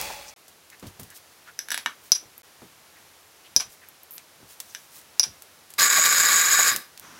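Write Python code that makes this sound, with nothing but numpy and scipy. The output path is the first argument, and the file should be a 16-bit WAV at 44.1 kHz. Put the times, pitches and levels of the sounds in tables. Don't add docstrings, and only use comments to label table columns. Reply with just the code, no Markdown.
import sys
import numpy as np
from scipy import signal
from scipy.fft import rfft, irfft
from scipy.io import wavfile
from scipy.ndimage import uniform_filter1d

SR = 44100
rng = np.random.default_rng(int(sys.argv[2]) if len(sys.argv) > 2 else 0)


def output_pcm(signal):
    pcm = np.clip(np.atleast_2d(signal).T, -1, 1) * 32767
    wavfile.write(sys.argv[1], SR, np.round(pcm).astype(np.int16))


N = 317079
TAPS = 8192
T = np.arange(N) / SR
FREQ_HZ = np.maximum(np.arange(TAPS // 2 + 1) * SR / TAPS, 1)
SWITCH_ON_S, SWITCH_OFF_S = 5.780, 6.702

# freq_hz, gain_db
DOUGH_SPECTRUM = [(24, -47), (40, -4.5), (382, -14.5), (570, -6), (646, -14), (852, 6.5), (942, -5.5),
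                  (1440, -10.5), (2570, -2.5), (3060, -12.5), (4460, -7.5), (14800, -18.5), (16000, -11)]
# freq_hz, width_hz, gain_db
FILLED_BOWL_MODES = [(575, 41, 2.5), (850, 61, -5), (2500, 130, -11), (3380, 43, -0.5)]
# freq_hz, gain_db
AIR_SPECTRUM = [(15, -87), (25, -28), (92, 0), (117, -12), (149, -1.5), (180, -7.5), (326, -3), (677, -2),
                (1040, -2.5), (1890, -4.5), (3520, -6.5), (6050, -7.5), (8140, -11), (11000, -9.5),
                (16000, -14.5)]
# start_s, level_db, pitch_hz, t60_s
DRY_TICKS = [(.013, -19, 14600, 0.015), (.481, -45, 9000, 0.065), (.701, -39, 9000, 0.017),
             (.797, -43, 7000, .025), (.868, -42.5, 5000, 0.093), (.997, -36, 10900, 0.059),
             (1.032, -37, 10900, 0.03), (1.103, -42, 10000, .04), (4.181, -27.5, 5560, 0.007),
             (4.602, -25, 7000, 0.026), (5.422, -34, 10930, 0.018), (5.704, -41, 11000, 0.056),
             (5.738, -34, 8850, 0.018), (6.7625, -15, 9050, 0.017), (6.976, -35, 5170, 0.018),
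             (6.997, -26.5, 13100, .005)]
# start_s, level_db
DOUGH_SLAPS = [(.101, -32), (5.981, -24.5), (6.59, -25.5)]
# start_s, level_db, pitch_hz, t60_s
GEAR_JERK = [(5.797, -16, 4540, 0.066)]
# middle_s, level_db, pitch_hz
HAND_SCUFFS = [(.288, -44, 5800), (.737, -49.5, 1970), (1.122, -51, 1690), (1.487, -44, 1550),
               (2.965, -55, 1800), (3.463, -52, 2900), (3.835, -51.5, 1770), (4.192, -53.5, 2370),
               (4.705, -52, 5900)]
# start_s, level_db, pitch_hz, boom_db
COUNTER_THUDS = [(.827, -37.5, 197, -40), (.995, -41, 175, -46.5), (2.228, -52.5, 380, -59),
                 (2.619, -43, 240, -57), (3.655, -54, 100, -63), (4.402, -52, 280, -52),
                 (5.262, -49, 150, -51)]
# middle_s, half_length_s, level_db
INGREDIENT_POURS = [(1.166, 0.021, -44), (2.06, .035, -52), (3.725, .031, -50.5), (4.516, 0.0335, -47.5),
                    (4.75, 0.13, -52.5), (4.97, 0.054, -47.5)]
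# freq_hz, width_hz, gain_db
CUP_MODES = [(3840, 1080, -16), (5120, 370, 0.5), (5540, 130, 0), (5890, 186, 6), (6080, 100, -2),
             (11000, 410, -8), (11370, 210, -15), (16400, 820, -24)]
# freq_hz, width_hz, gain_db
BOWL_MODES = [(750, 600, -12.5), (1630, 260, 5), (2340, 220, -7), (2930, 130, -3), (3450, 150, -2.5),
              (3830, 240, -2), (4700, 3500, -14), (5950, 140, -4), (7170, 160, -10), (7930, 100, -4),
              (10950, 300, 1.5), (14200, 3000, -12.5)]
# start_s, bowl_db, cup_db, cutoff_hz
BOWL_KNOCKS = [(1.5907, -29, -13.5, 12500), (1.686, -32.5, -35, 15000), (1.705, -27, -19, 14000),
               (1.7175, -22, -24, 14000), (1.7215, -23.5, -37, 12000), (1.7442, -22.5, -40, 12000),
               (1.777, -21.5, -39, 13000), (1.861, -12.5, -18.5, 2500), (4.749, -29.5, -22.5, 5600)]
# start_s, ring_db, pitch_ratio, crack_db, overload_pop_db, flight_s, rebound_db, chatter_db
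CUP_CLACKS = [(2.119, 5.5, 1, -22, -51, 0.032, -15, -41.5), (3.5634, 4, 1, -23, -17, 0.036, -17, -32),
              (5.1964, 3, 0.99, -18.5, -33, .0354, -9, -35)]
# start_s, level_db
BAG_CRINKLES = [(2.379, -36), (3.887, -38), (4.033, -39), (4.109, -37)]
# freq_hz, gain_db
HOUSING_SPECTRUM = [(40, -40.5), (110, -42), (150, -22), (240, -24.5), (500, -20), (900, -17.5),
                    (2900, -17.5), (4400, -10), (5800, -16.5), (9500, -17), (12200, -16), (14000, -12),
                    (16000, -24)]
# freq_hz, width_hz, gain_db
HOUSING_MODES = [(1152, 73, 0.5), (1244, 78, -8), (1616, 190, 0.5), (1696, 89, -3), (1930, 170, -7.5),
                 (2206, 360, -6.5), (3843, 155, -4.5), (5030, 116, -2.5), (10750, 660, -18),
                 (13200, 500, -29)]
# freq_hz, width_hz, gain_db
GEAR_CASE_MODES = [(6800, 157, -0.5), (6800, 110, -13), (7360, 73, -3), (7830, 180, -8.5)]
# pitch_hz, relative_db
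WHINE_PARTIALS = [(480.2, -53), (1128.2, -38), (1440.6, -35), (1609.6, -38), (1752.4, -38), (1920.8, -43),
                  (2232.1, -39), (2269, -42), (2400.2, -42), (2881, -53), (5066, -42), (6614, -42),
                  (6726, -35), (6896, -37), (7068, -43), (7374.5, -39), (7689, -43)]
# start_s, end_s
SILENCES = [(.339, .362), (2.419, 2.432)]


def undb(db):
    return 10 ** (np.asarray(db) / 20)


def noise():
    return rng.standard_normal(N)


def walk(rate_hz):
    step = int(SR / rate_hz)
    drift = uniform_filter1d(np.repeat(rng.standard_normal(N // step + 1), step)[:N], step)
    return drift / drift.std()


def grains(per_s, scatter_db):
    impacts = (rng.random(N) < per_s / SR) * np.sign(noise()) * undb(scatter_db * np.clip(noise(), -2, 2))
    return impacts / impacts.std()


def colour(points):
    hz, db = np.transpose(points)
    return undb(np.interp(np.log(FREQ_HZ), np.log(hz), db)) ** 2


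def rings(modes, pitch_ratio=1, skirt=1):
    power = 0
    for hz, width_hz, db in modes:
        ratio = FREQ_HZ / (hz * pitch_ratio)
        detuning = (ratio - 1 / ratio) * hz / width_hz
        power += undb(db) ** 2 / (1 + detuning ** 2 / skirt) ** skirt
    return power


def impulse(power):
    cepstrum = irfft(np.log(power / power.max() + 1e-12))
    cepstrum[0] /= 2
    cepstrum[TAPS // 2:] = 0
    response = irfft(np.exp(rfft(cepstrum)))
    return response / np.linalg.norm(response)


def through(x, power):
    return signal.oaconvolve(x, impulse(power))[:len(x)]


def burst(t60_s):
    fade = np.exp(-np.log(1000) * T[:2 * TAPS] / t60_s)
    raw = rng.standard_normal(2 * TAPS) * fade
    flat = through(raw, 1 / uniform_filter1d(np.abs(rfft(raw[:TAPS])) ** 2, size=21))
    return flat * np.linalg.norm(fade) / np.linalg.norm(flat)


def add(out, start_s, x):
    i = max(int(start_s * SR), 0)
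    out[i:i + len(x)] += x[:N - i]


def blows(events, width_ratio, skirt, contact_db):
    out = np.zeros(N)
    for start_s, db, hz, t60_s in events:
        force = burst(t60_s)
        force[0] += undb(contact_db) * np.linalg.norm(force)
        add(out, start_s, undb(db) * through(force, rings([(hz, hz * width_ratio, 0)], skirt=skirt)))
    return out


def swells(events, skirt):
    out, friction = np.zeros(N), grains(per_s=4300, scatter_db=3.5)
    for middle_s, half_s, db, hz, width_hz in events:
        near = np.abs(T - middle_s) < 2 * half_s
        swell = np.exp(-((T[near] - middle_s) / half_s) ** 2)
        out[near] += undb(db) * through(friction[near] * swell, rings([(hz, width_hz, 0)], skirt=skirt))
    return out


def coasting(level_db=-29.5, fall_db_per_s=61.5, end_s=.34):
    crumbs = grains(per_s=7000, scatter_db=2.2) * undb(0.59 * walk(43))
    bowl = through(crumbs, colour(DOUGH_SPECTRUM) + rings(FILLED_BOWL_MODES))
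    return bowl * undb(level_db - fall_db_per_s * T) * (T < end_s)


def air():
    hiss = through(noise(), colour(AIR_SPECTRUM)) * undb(-53.6 + 0.49 * walk(4.15))
    rumble = through(noise(), rings([(118, 85, 0)], skirt=1.7)) * undb(-77.5 + 3 * walk(11))
    return hiss + rumble


def ticks():
    return blows(DRY_TICKS, width_ratio=1.0, skirt=0.63, contact_db=-12)


def beater(slap_hz=707, slap_t60_s=0.08):
    slaps = [(start_s, db, slap_hz, slap_t60_s) for start_s, db in DOUGH_SLAPS]
    lag_s, half_s, drag_db, drag_hz, width_hz = .05, 0.046, -45, 210, 330
    drag = swells([(SWITCH_OFF_S + lag_s, half_s, drag_db, drag_hz, width_hz)], skirt=1.6)
    return blows(GEAR_JERK + slaps, width_ratio=0.45, skirt=1.1, contact_db=-7) + drag


def scuffs(half_s=0.0184, width_ratio=0.21):
    events = [(middle_s, half_s, db, hz, hz * width_ratio) for middle_s, db, hz in HAND_SCUFFS]
    return swells(events, skirt=1.05)


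def thuds(t60_s=.17, boom_lag_s=.028, boom_hz=98, boom_t60_s=0.25):
    contacts = [(start_s, db, hz, t60_s) for start_s, db, hz, _ in COUNTER_THUDS]
    booms = [(start_s + boom_lag_s, db, boom_hz, boom_t60_s) for start_s, _, _, db in COUNTER_THUDS]
    return (blows(contacts, width_ratio=0.76, skirt=0.9, contact_db=-13.5)
            + blows(booms, width_ratio=0.46, skirt=0.87, contact_db=-14))


def pours(centre_hz=9300, width_hz=21000):
    events = [(middle_s, half_s, db, centre_hz, width_hz) for middle_s, half_s, db in INGREDIENT_POURS]
    return swells(events, skirt=0.95)


def cup_ring(pitch_ratio, damping_s=0.026):
    ring = impulse(rings(CUP_MODES, pitch_ratio, skirt=1.58)) * np.exp(-(T[:TAPS] / damping_s) ** 2)
    return ring / np.abs(ring).max()


def knocks(skid_hz=3730, stand_hz=258):
    out = np.zeros(N)
    for start_s, bowl_db, cup_db, cutoff_hz in BOWL_KNOCKS:
        contact = 1 / (1 + (FREQ_HZ / cutoff_hz) ** 3.8)
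        contact /= 1 + (400 / FREQ_HZ) ** 4
        force = undb(-3) * burst(t60_s=.022)
        force[0] += undb(19)
        bowl = through(force, rings(BOWL_MODES, skirt=1.16) * contact)
        skid_gain = undb(-12) * np.interp(skid_hz, FREQ_HZ, contact)
        skid = skid_gain * through(burst(t60_s=0.09), rings([(skid_hz, 1800, 0)], skirt=1.6))
        stand = undb(-34) * through(burst(t60_s=0.105), rings([(stand_hz, 150, 0)], skirt=1.7))
        add(out, start_s, undb(bowl_db) * (bowl + skid + stand))
        add(out, start_s, undb(cup_db) * cup_ring(pitch_ratio=1.02))
    return out


def clacks(edge_lag_s=.006, rebound_ratio=0.97):
    out = np.zeros(N)
    overload_pop = np.hanning(40)
    surface = rings([(2100, 5200, 0)], skirt=3.6)
    for clack in CUP_CLACKS:
        start_s, ring_db, pitch_ratio, crack_db, overload_pop_db, flight_s, rebound_db, chatter_db = clack
        add(out, start_s, undb(ring_db) * cup_ring(pitch_ratio))
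        add(out, start_s, undb(crack_db) * through(burst(t60_s=0.012), surface))
        add(out, start_s, undb(overload_pop_db) * overload_pop)
        for edge in range(2):
            landing_s = start_s + flight_s + edge * edge_lag_s
            add(out, landing_s, undb(rebound_db) * cup_ring(pitch_ratio * rebound_ratio))
            add(out, landing_s, undb(chatter_db) * through(burst(t60_s=0.09), surface))
    return out


def bag(pitch_hz=12700, t60_s=0.019, grip_s=4.108, grip_length_s=.063, grip_db=-44.5):
    events = [(start_s, db, pitch_hz, t60_s) for start_s, db in BAG_CRINKLES]
    crinkles = blows(events, width_ratio=0.25, skirt=1.6, contact_db=-9)
    gripped = (T > grip_s) & (T < grip_s + grip_length_s)
    crackles = grains(per_s=1200, scatter_db=6) * gripped
    return crinkles + undb(grip_db) * through(crackles, rings([(pitch_hz, 3000, 0)], skirt=2.2))


def mixer(tooth_hz=168.1, shaft_hz=56.0, sweep_hz=14.5, settle_s=.1, rundown_db_per_s=195):
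    since_on_s, since_off_s = np.maximum(T - SWITCH_ON_S, 0), np.maximum(T - SWITCH_OFF_S, 0)
    running = np.clip(since_on_s / 0.011, 0, 1)
    powered = np.clip(since_on_s / 0.038, 0, 1) * np.exp(-since_off_s / 0.011)
    rattle_db = -21.5 + 3.5 * np.exp(-since_on_s / settle_s) - rundown_db_per_s * since_off_s
    sweep_db = 0.4 * np.cos(2 * np.pi * sweep_hz * (T - 6.4))
    dip_db = -7 * np.exp(-((T - 5.89) / 0.0054) ** 2)
    swing_db = sweep_db + dip_db
    shaft_time_s = np.cumsum(1 + 0.00119 * walk(12)) / SR
    wobble = 1 + 0.099 * np.sin(2 * np.pi * shaft_hz * shaft_time_s)
    shake = grains(per_s=5000, scatter_db=2.5) * undb(1.4 * walk(60)) * wobble
    housing = through(shake, colour(HOUSING_SPECTRUM) + rings(HOUSING_MODES, skirt=1.96))
    mesh = np.exp(-(shaft_time_s * tooth_hz % 1) / .36)
    teeth = noise() * mesh * undb(2.1 * walk(130))
    gears = through(teeth / teeth.std(), rings(GEAR_CASE_MODES, skirt=1.17))
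    driven = undb(-21.0 + 0.79 * swing_db) * gears + undb(-1.0) * whine(shaft_time_s)
    return running * housing * undb(rattle_db + swing_db) + powered * driven


def whine(shaft_time_s):
    out = np.zeros(N)
    for hz, db in WHINE_PARTIALS:
        amplitude = np.sqrt(2) * undb(db + 2.0 * walk(20))
        out += amplitude * np.sin(2 * np.pi * hz * shaft_time_s + 0.24 * walk(40))
    return out


def rush(start_s=7.0, rise_s=0.033, level_db=-48.5):
    hollow = rings([(196, 120, 0.5), (1300, 780, -1), (5900, 630, -5.5)], skirt=0.9)
    return undb(level_db) * np.clip((T - start_s) / rise_s, 0, 1) * through(noise(), hollow)


def room(direct, tail_db, early_db):
    early = burst(t60_s=0.035) * np.clip(T[:2 * TAPS] / 0.0018, 0, 1)
    tail = burst(t60_s=0.19) * np.clip(T[:2 * TAPS] / 0.009, 0, 1)
    echo = undb(early_db) * early / np.linalg.norm(early) + undb(tail_db) * tail / np.linalg.norm(tail)
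    return direct + signal.oaconvolve(direct, echo)[:N]


def scene():
    machine = coasting() + mixer() + beater()
    cup = room(clacks(), tail_db=-11.0, early_db=-5) + room(knocks(), tail_db=-8.5, early_db=-9)
    handling = room(ticks() + bag(), tail_db=-13.5, early_db=-12) + thuds() + scuffs() + pours()
    return (machine + cup + handling + air() + rush())[None]


def record(dry):
    live = 1 - sum((T > start_s) & (T < end_s) for start_s, end_s in SILENCES)
    cutoff_hz = 15800
    lowpass = signal.ellip(8, .2, 70, cutoff_hz, fs=SR, output="sos")
    return signal.sosfilt(lowpass, np.clip(dry * live, -1, 1))


dry = scene()
out = record(dry)
output_pcm(out)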